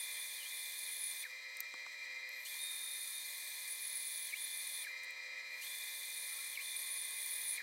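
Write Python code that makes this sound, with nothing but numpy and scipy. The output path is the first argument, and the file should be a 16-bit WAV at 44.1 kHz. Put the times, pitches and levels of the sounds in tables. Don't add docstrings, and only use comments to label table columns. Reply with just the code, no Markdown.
import sys
import numpy as np
from scipy import signal
from scipy.fft import rfft, irfft
from scipy.io import wavfile
from scipy.ndimage import uniform_filter1d

SR = 44100
rng = np.random.default_rng(int(sys.argv[2]) if len(sys.argv) > 2 else 0)


def persist_wave(psi):
    counts = np.round(np.clip(psi, -1, 1) * 32767).astype(np.int16)
    wavfile.write(sys.argv[1], SR, np.atleast_2d(counts).T)


N = 336042
T = np.arange(N) / SR
FREE_TURNS_PER_S = 42.62

# (multiple of motor speed, level free [dB], level in the wood [dB])
WHINE_LINES = [(4.96, -97, -98.5), (6.02, -90.5, -94), (9.69, -104, -86), (12.06, -74, -84),
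               (12.73, -94.5, -86), (14.05, -78.5, -83), (14.22, -99.5, -84), (16.27, -84, -87.5),
               (18.04, -88.5, -92), (19.9, -98, -81.5), (21.88, -79.5, -79), (23.82, -86.5, -80),
               (25.74, -96.5, -78), (30.57, -74, -83.5), (39.94, -71, -71), (42, -69, -69),
               (43.95, -65, -72), (45.85, -60, -76), (46, -60, -76), (46.74, -67, -72), (48, -60, -66),
               (48.7, -55.5, -60), (50.69, -74, -73), (52, -66, -70), (54, -69, -74), (54.35, -71, -76),
               (56, -56, -60), (56.33, -61, -63), (57.28, -74, -69), (58, -64, -64), (70, -80, -83),
               (76, -75, -85), (87.34, -70, -79), (90.8, -67, -67), (96, -68, -73), (98, -68, -70),
               (110, -75, -89), (111.8, -68, -74.5), (120, -82, -92.5), (123.5, -83, -92.5),
               (119.8, -79, -91), (137.5, -73.5, -93)]
# (time [s], level [dB])
WHINE_SWELL = [(0, 1.3), (1.5, -1), (1.8, -1), (2.3, 0.9), (3.22, -1), (3.42, .8), (4.2, -0.36),
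               (4.87, 1.1), (5.05, 0.5), (5.42, 1.5), (5.9, 0.7), (7.05, 0.5), (7.38, 1.5)]
# (frequency [Hz], level [dB])
FRAME_SPECTRUM = [(20, -149), (110, -145), (190, -126), (380, -112), (550, -106), (820, -110), (1000, -99),
                  (1450, -109), (1650, -97), (2000, -88), (2220, -93.5), (2420, -86.5), (2680, -106),
                  (3000, -104)]
# (frequency [Hz], level [dB])
GUIDE_SPECTRUM = [(2700, -106), (3300, -95.5), (3550, -101), (4100, -85), (4550, -97.5), (5200, -93.5),
                  (5500, -102), (5850, -95), (7050, -106), (7550, -94.5), (8200, -106), (8700, -103),
                  (9200, -109), (10500, -111), (12700, -108), (13600, -114), (15600, -106)]
# (time [s], knock level [dB], thud level [dB])
OFFCUT_LANDINGS = [(1.740, -46.5, -51), (1.864, -47.5, -66)]
# (frequency [Hz], level [dB], time to fall 60 dB [s])
OFFCUT_MODES = [(480, -19, 0.024), (770, -5, 0.016), (940, -4, 0.039), (1150, 2, 0.019),
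                (1480, -2.5, 0.018), (3250, 0, 0.0064), (5200, -10, .008), (7560, 1.5, 0.0079)]
# (time [s], level [dB], ring frequency [Hz])
CHIP_HITS = [(1.569, -39, 8600), (1.604, -26.5, 14000), (2.291, -43, 11600), (5.0345, -40.5, 8700),
             (5.044, -44, 8700), (5.107, -44, 8100)]
# (start [s], end [s], frequency [Hz], width [Hz], level [dB])
RUB_WHISTLES = [(0, .55, 9570, 120, -62), (1.544, 1.66, 1318, 50.6, -63), (1.62, 1.78, 5280, 200, -67),
                (1.353, 2.5, 12800, 130, -82), (2.266, 2.523, 11760, 253, -65),
                (2.332, 3.2, 12600, 350, -66), (2.62, 3.274, 1335, 110, -74),
                (3.877, 4.33, 15500, 447, -60.5), (5.47, 5.68, 12140, 300, -72.5),
                (6.22, 6.519, 1341, 89.4, -71.5), (6.298, 7.25, 1090, 49.6, -73),
                (6.722, 6.9, 11630, 151.5, -49), (7.151, 7.557, 13880, 1317, -53)]
# (frequency [Hz], width [Hz], lift [dB])
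STEEL_RESONANCES = [(3530, 100, 8.5), (4203, 160, 8), (4364, 115, 7.5), (4674, 50, 7.5), (5950, 130, 3),
                    (6010, 87, 9), (6370, 120, 9.5), (6776, 103, 9), (6865, 42, 7.5), (7500, 200, -0.5),
                    (7760, 190, 12), (8535, 265, 12), (9500, 210, 6.5), (9890, 150, 2), (9650, 42, -2.5),
                    (10330, 90, 5), (10640, 270, 10.5), (11340, 260, 7.5), (11600, 200, 4.5),
                    (13140, 160, 7), (13270, 140, 5.5), (14900, 99, -3)]
# (entry [s], break-out [s], spring-back time [s], entry rasp level [dB])
BLOCK_CUTS = [(-0.5, 1.233, 0.0359, -55), (2.451, 4.842, .038, -48), (5.613, 7.572, .046, -51)]
# (time [s], half length [s], share of the push let go [0-1])
HAND_PAUSES = [(0.166, .025, 0.1), (0.432, 0.043, 0.24), (2.536, .02, .1), (4.337, .028, .51),
               (6.586, .029, 0.57)]
# (frequency [Hz], level [dB])
KERF_SPECTRUM = [(2700, -103), (3100, -99), (3500, -84.5), (4300, -88.5), (5300, -91), (7200, -96),
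                 (8100, -99), (8800, -87.5), (10400, -92.5), (11050, -91), (12300, -89), (13500, -86),
                 (15600, -88)]
# (start [s], end [s], level [dB], first pitch [Hz], last pitch [Hz])
GRAIN_SQUEALS = [(-.03, 0.046, -47, 9560, 9540), (.115, .275, -51.5, 9600, 9450),
                 (.53, .63, -50, 9950, 9700), (.77, 1.0, -49, 10050, 9950), (1.0, 1.115, -43, 9900, 9600),
                 (1.184, 1.24, -47.5, 9500, 9350), (2.615, 2.67, -44.5, 9780, 9700),
                 (2.69, 3.2, -49.5, 9650, 9880), (3.69, 3.75, -44.5, 9900, 9950),
                 (3.8, 4.281, -47.5, 10000, 9830), (3.93, 4.015, -45, 10100, 9900),
                 (4.055, 4.094, -43, 10140, 9810), (4.39, 4.47, -45.5, 10000, 9930),
                 (4.5, 4.84, -49.5, 9900, 9820), (6.13, 6.52, -50, 9720, 9620),
                 (6.63, 7.146, -48.5, 9600, 9400), (6.76, 6.804, -46.5, 9490, 9520),
                 (6.89, 7.032, -44.5, 10200, 9550), (7.15, 7.56, -45, 9630, 9750),
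                 (7.48, 7.541, -42, 9950, 9400)]
# (time [s], pitch [Hz])
PRESSED_PITCH = [(1.2, 3550), (2.6, 3610), (3.7, 3640), (4.3, 3530), (5.7, 3530), (6.2, 3650), (6.6, 3540)]
# (pitch [Hz], level [dB])
FRAME_RESPONSE = [(950, -68), (1400, -76), (1680, -47.5), (1800, -45), (2050, -55.5), (2290, -40),
                  (2480, -53), (2850, -57), (3550, -57.5)]
# (start [s], end [s], pitch [Hz], starting level [dB])
SUNG_NOTES = [(-.02, .38, 3530, -53.5), (.5, 1.213, 3537, -57), (2.59, 2.72, 3680, -47.5),
              (2.72, 3.049, 3660, -50), (3.13, 3.243, 3675, -54.5), (4.39, 4.831, 3560, -55.5),
              (5.66, 6.053, 3530, -55.5), (6.05, 6.298, 3645, -58), (6.63, 7.15, 3577, -55.5)]


def from_db(db):
    return 10 ** (np.asarray(db) / 20)


def in_time(points):
    return np.interp(T, *np.transpose(points))


def at_hz(points, hz):
    f, db = np.transpose(points)
    octaves_beyond = np.abs(np.log2((hz + 1) / np.clip(hz + 1, f[0], f[-1])))
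    return from_db(np.interp(np.log(hz + 1), np.log(f), db) - 120 * octaves_beyond)


def filtered(x, order, hz, kind):
    return signal.sosfilt(signal.butter(order, hz, kind, fs=SR, output="sos"), x)


def hiss(spectrum):
    gain = at_hz(spectrum, np.arange(N // 2 + 1) * SR / N)
    return irfft(rfft(rng.standard_normal(N)) * gain, N) * np.sqrt(SR / 2)


def drift(rate_hz):
    lowpass = signal.butter(2, rate_hz, fs=SR / 10, output="sos")
    slow = signal.sosfilt(lowpass, rng.standard_normal(N // 10 + 4002))[4000:]
    slow = slow / np.sqrt(np.mean(slow ** 2) + 1e-20)
    return np.interp(np.arange(N) / 10, np.arange(len(slow)), slow)


def angle(hz):
    return 2 * np.pi * np.cumsum(hz * np.ones(N)) / SR


def narrow(phase, width_hz):
    return drift(width_hz / 2) * np.cos(phase) + drift(width_hz / 2) * np.sin(phase)


def ring(x, hz, t60):
    r, w = from_db(-60 / (t60 * SR)), 2 * np.pi * hz / SR
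    return signal.lfilter([0, np.sin(w)], [1, -2 * r * np.cos(w), r * r], x + 1e-18)


def click(s, db):
    return from_db(db) * (np.arange(N) == round(s * SR))


def held(start, end, fade_s):
    return np.clip(.5 + np.minimum(T - start, end - T) / fade_s, 0, 1)


def dying(s, decay_s):
    return np.exp(-np.maximum(T - s, 0) / decay_s)


def blend(parts):
    power = sum(gain ** 2 for gain, hz in parts) + 1e-20
    return np.sqrt(power), sum(gain ** 2 * hz for gain, hz in parts) / power


def motor(push, grab, cut_sag_hz=.16, squeal_sag_hz=.24, loud_squeal_db=-43, inertia_s=.06):
    sag = cut_sag_hz * push + squeal_sag_hz * grab / from_db(loud_squeal_db)
    keep = np.exp(-1 / (inertia_s * SR))
    sag = signal.lfilter([1 - keep], [1, -keep], sag, zi=[cut_sag_hz])[0]
    return angle(FREE_TURNS_PER_S - sag + 0.02 * drift(8.2))


def whine(turn, load, waver_db=2.0, slip_rad=0.0061):
    out = 0
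    for order, free_db, loaded_db in WHINE_LINES:
        level = from_db(free_db + load * (loaded_db - free_db) + waver_db * drift(10.8))
        phase = order * (turn + slip_rad * drift(8.4)) + rng.uniform(0, 2 * np.pi)
        out = out + level * np.sqrt(2) * np.sin(phase)
    return out


def buzz(turn, body, even_db, odd_db, wheel_db, scatter_db):
    k, size = np.arange(1000), 2 ** 15
    line_db = np.where(k % 6 == 0, even_db, np.where(k % 3 == 0, odd_db, wheel_db))
    line_db = line_db + scatter_db * rng.uniform(-1, 1, len(k))
    lines = at_hz(body, k * FREE_TURNS_PER_S / 3) * from_db(line_db)
    cycle = irfft(lines * np.exp(2j * np.pi * rng.random(len(k))), size) * size / np.sqrt(2)
    wheel_position = turn / (6 * np.pi) % 1
    return np.interp(wheel_position * size, np.arange(size), cycle)


def machine(turn, load, flicker_db=0.55):
    frame = from_db(-0.5) * hiss(FRAME_SPECTRUM)
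    frame += buzz(turn, FRAME_SPECTRUM, even_db=12.5, odd_db=14.0, wheel_db=6.0, scatter_db=4.0)
    guides = from_db(-1.5) * hiss(GUIDE_SPECTRUM)
    guides += buzz(turn, GUIDE_SPECTRUM, even_db=20.5, odd_db=8.5, wheel_db=5.5, scatter_db=0.0)
    guides *= from_db(drift(18) + 0.59 * np.sin(turn / 3) - 4.17)
    swell = from_db(in_time(WHINE_SWELL) + flicker_db * drift(8.8))
    return swell * (whine(turn, load) + frame) + guides


def offcut(thud_hz=290, thud_t60=0.013):
    knocks = sum(click(s, db) for s, db, _ in OFFCUT_LANDINGS)
    thuds = sum(click(s, db) for s, _, db in OFFCUT_LANDINGS)
    wood = sum((-1) ** k * from_db(db) * ring(knocks, hz, t60)
               for k, (hz, db, t60) in enumerate(OFFCUT_MODES))
    return filtered(wood + ring(thuds, thud_hz, thud_t60), 6, 170, "high")


def chips(t60=0.0081, crack_db=-6.5, crack_s=0.0029):
    out = 0
    for s, db, hz in CHIP_HITS:
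        crack = (T >= s) * dying(s, crack_s) * rng.standard_normal(N)
        out = out + ring(click(s, db), hz, t60) + from_db(db + crack_db) * crack
    return filtered(out, 2, 3800, "high")


def rubbing(fade_s=0.1):
    out = 0
    for start, end, hz, width_hz, db in RUB_WHISTLES:
        fade = np.clip(np.minimum(T - start, end - T) / fade_s, 0, 1)
        out = out + from_db(db) * fade * narrow(angle(hz), width_hz)
    return out


def steel(x):
    for hz, width_hz, db in STEEL_RESONANCES:
        b, a = signal.iirpeak(hz, hz / width_hz, fs=SR)
        x = x + (from_db(db) - 1) * signal.lfilter(b, a, x)
    return x


def entry_rasps(decay_s=0.021, boost_db=2.0):
    blows = sum(from_db(db + boost_db) * (T >= enter) * dying(enter, decay_s)
                for enter, _, _, db in BLOCK_CUTS)
    rasp = (blows + 1e-12) * rng.standard_normal(N)
    return steel(filtered(rasp, 2, [2400, 6500], "band"))


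def feed(first_push=0.58, press_s=0.024, catch_s=0.008, last_push=0.6, snap_s=0.003):
    push = 0
    for enter, leave, spring_s, _ in BLOCK_CUTS:
        attack = held(enter, np.inf, catch_s) * (1 - (1 - first_push) * dying(enter, press_s))
        release = last_push * dying(leave, spring_s) + (1 - last_push) * dying(leave, snap_s)
        push = push + attack * release
    for s, half_s, share in HAND_PAUSES:
        push = push * (1 - share * np.exp(-((T - s) / half_s) ** 2))
    return np.clip(push, 0, 1)


def biting(push, full_db=-2.5, graze_db=-10.5, before_s=0.078, after_s=0.08, lag_s=0.005):
    inside = sum(held(enter, leave + lag_s, fade_s=0.02) for enter, leave, _, _ in BLOCK_CUTS)
    near = sum(np.exp(np.minimum(T - enter, 0) / before_s) * dying(leave, after_s)
               for enter, leave, _, _ in BLOCK_CUTS)
    return inside * from_db(full_db) * push ** 0.55 + (1 - inside) * from_db(graze_db) * near


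def sawing(turn, bite, throb=0.039, snaps_per_s=26.0):
    tearing = hiss(KERF_SPECTRUM) * from_db(drift(280) - 3.0) * (1 + throb * np.sin(2 * turn))
    snaps = (rng.random(N) < snaps_per_s / SR) * rng.uniform(-1.13, 1, N) * from_db(-39.0)
    snaps = filtered(ring(snaps, hz=9900, t60=0.00087), 3, 4000, "high")
    return steel(bite * (tearing + snaps))


def grabbing(push, fade_s=0.0402, faint_db=-55.0, faint_hz=9700):
    squeals = [(from_db(db) * held(start, end, fade_s), np.interp(T, [start, end], [from_hz, to_hz]))
               for start, end, db, from_hz, to_hz in GRAIN_SQUEALS]
    strength, hz = blend(squeals + [(from_db(faint_db), faint_hz)])
    return strength * push ** 2, hz


def chatter(turn, grab, hz, sharpness=0.72, clump_db=1.1, flutter_db=2.5, tonal=0.7, spurt_db=1.9):
    burst = .954 * turn + .1 * drift(4)
    slips = (np.cos(10 * burst) + np.cos(11 * burst) + np.cos(5 * burst + 1) / 2) / 2
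    pulses = np.exp(sharpness * slips) * from_db(clump_db * np.cos(burst) + flutter_db * drift(79))
    hz = hz + 120 * drift(30)
    swing = np.sqrt(2 * tonal) * np.sin(angle(hz + 260 * drift(352)))
    friction = np.sqrt(1 - tonal) * narrow(angle(hz), width_hz=1200)
    squeal = steel(filtered((swing + friction) * pulses, 3, [8500, 10900], "band"))
    squeal = squeal / np.sqrt(uniform_filter1d(squeal ** 2, size=2200))
    return grab * from_db(spurt_db * np.tanh(drift(20))) * squeal


def blade_note(turn, push, slack_hz=1011.5, width_hz=290, waver_hz=45.19, pressed_purity=0.22,
               overtone_db=-13.5, throb=0.35, settle_s=0.0067, ring_s=0.2):
    hz = slack_hz + push * (in_time(PRESSED_PITCH) - slack_hz)
    purity = 1 - push ** 2 * (1 - pressed_purity)
    phase = angle(hz + push * waver_hz * drift(20))
    note = np.sqrt(2) * purity * np.sin(phase) + np.sqrt(1 - purity ** 2) * narrow(phase, width_hz)
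    note += from_db(overtone_db) * push ** 2 * narrow(2 * phase, 2 * width_hz)
    ringing = sum(held(enter + settle_s, np.inf, settle_s) * dying(leave, ring_s)
                  for enter, leave, _, _ in BLOCK_CUTS)
    return ringing * at_hz(FRAME_RESPONSE, hz) * note * (1 + throb * np.sin(2 * turn))


def locking(fade_s=0.03, fall_db_per_s=11):
    return blend([(held(start, end, fade_s) * from_db(db - fall_db_per_s * (T - start)), hz)
                  for start, end, hz, db in SUNG_NOTES])


def singing(turn, strength, hz, waver_hz=7.25, throb=0.26, flicker_db=1.5, octave_db=-17.0):
    phase = angle(hz + waver_hz * drift(25.5))
    tone = np.sqrt(2) * (np.sin(phase) + from_db(octave_db) * np.sin(2 * phase))
    return strength * from_db(flicker_db * drift(11)) * tone * (1 + throb * np.sin(2 * turn))


def scene(loud_sing_db=-50, hiss_drop_db=1.5, rough_drop_db=5.5):
    push = feed()
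    bite = biting(push)
    grab, squeal_hz = grabbing(push)
    sing, sing_hz = locking()
    locked = np.minimum(sing / from_db(loud_sing_db), 1) ** 2
    turn = motor(push, grab)
    cutting = from_db(-hiss_drop_db * locked) * sawing(turn, bite) + chatter(turn, grab, squeal_hz)
    blade = from_db(-rough_drop_db * locked) * blade_note(turn, push) + singing(turn, sing, sing_hz)
    saw = machine(turn, load=np.clip(1.27 * bite, 0, 1)) + cutting + blade + rubbing()
    return np.tile(saw + entry_rasps() + chips() + offcut(), (2, 1))


def record(dry, cutoff_hz=15800):
    return signal.sosfilt(signal.ellip(12, .1, 80, cutoff_hz, fs=SR, output="sos"), dry)


dry = scene()
out = record(dry)
persist_wave(out)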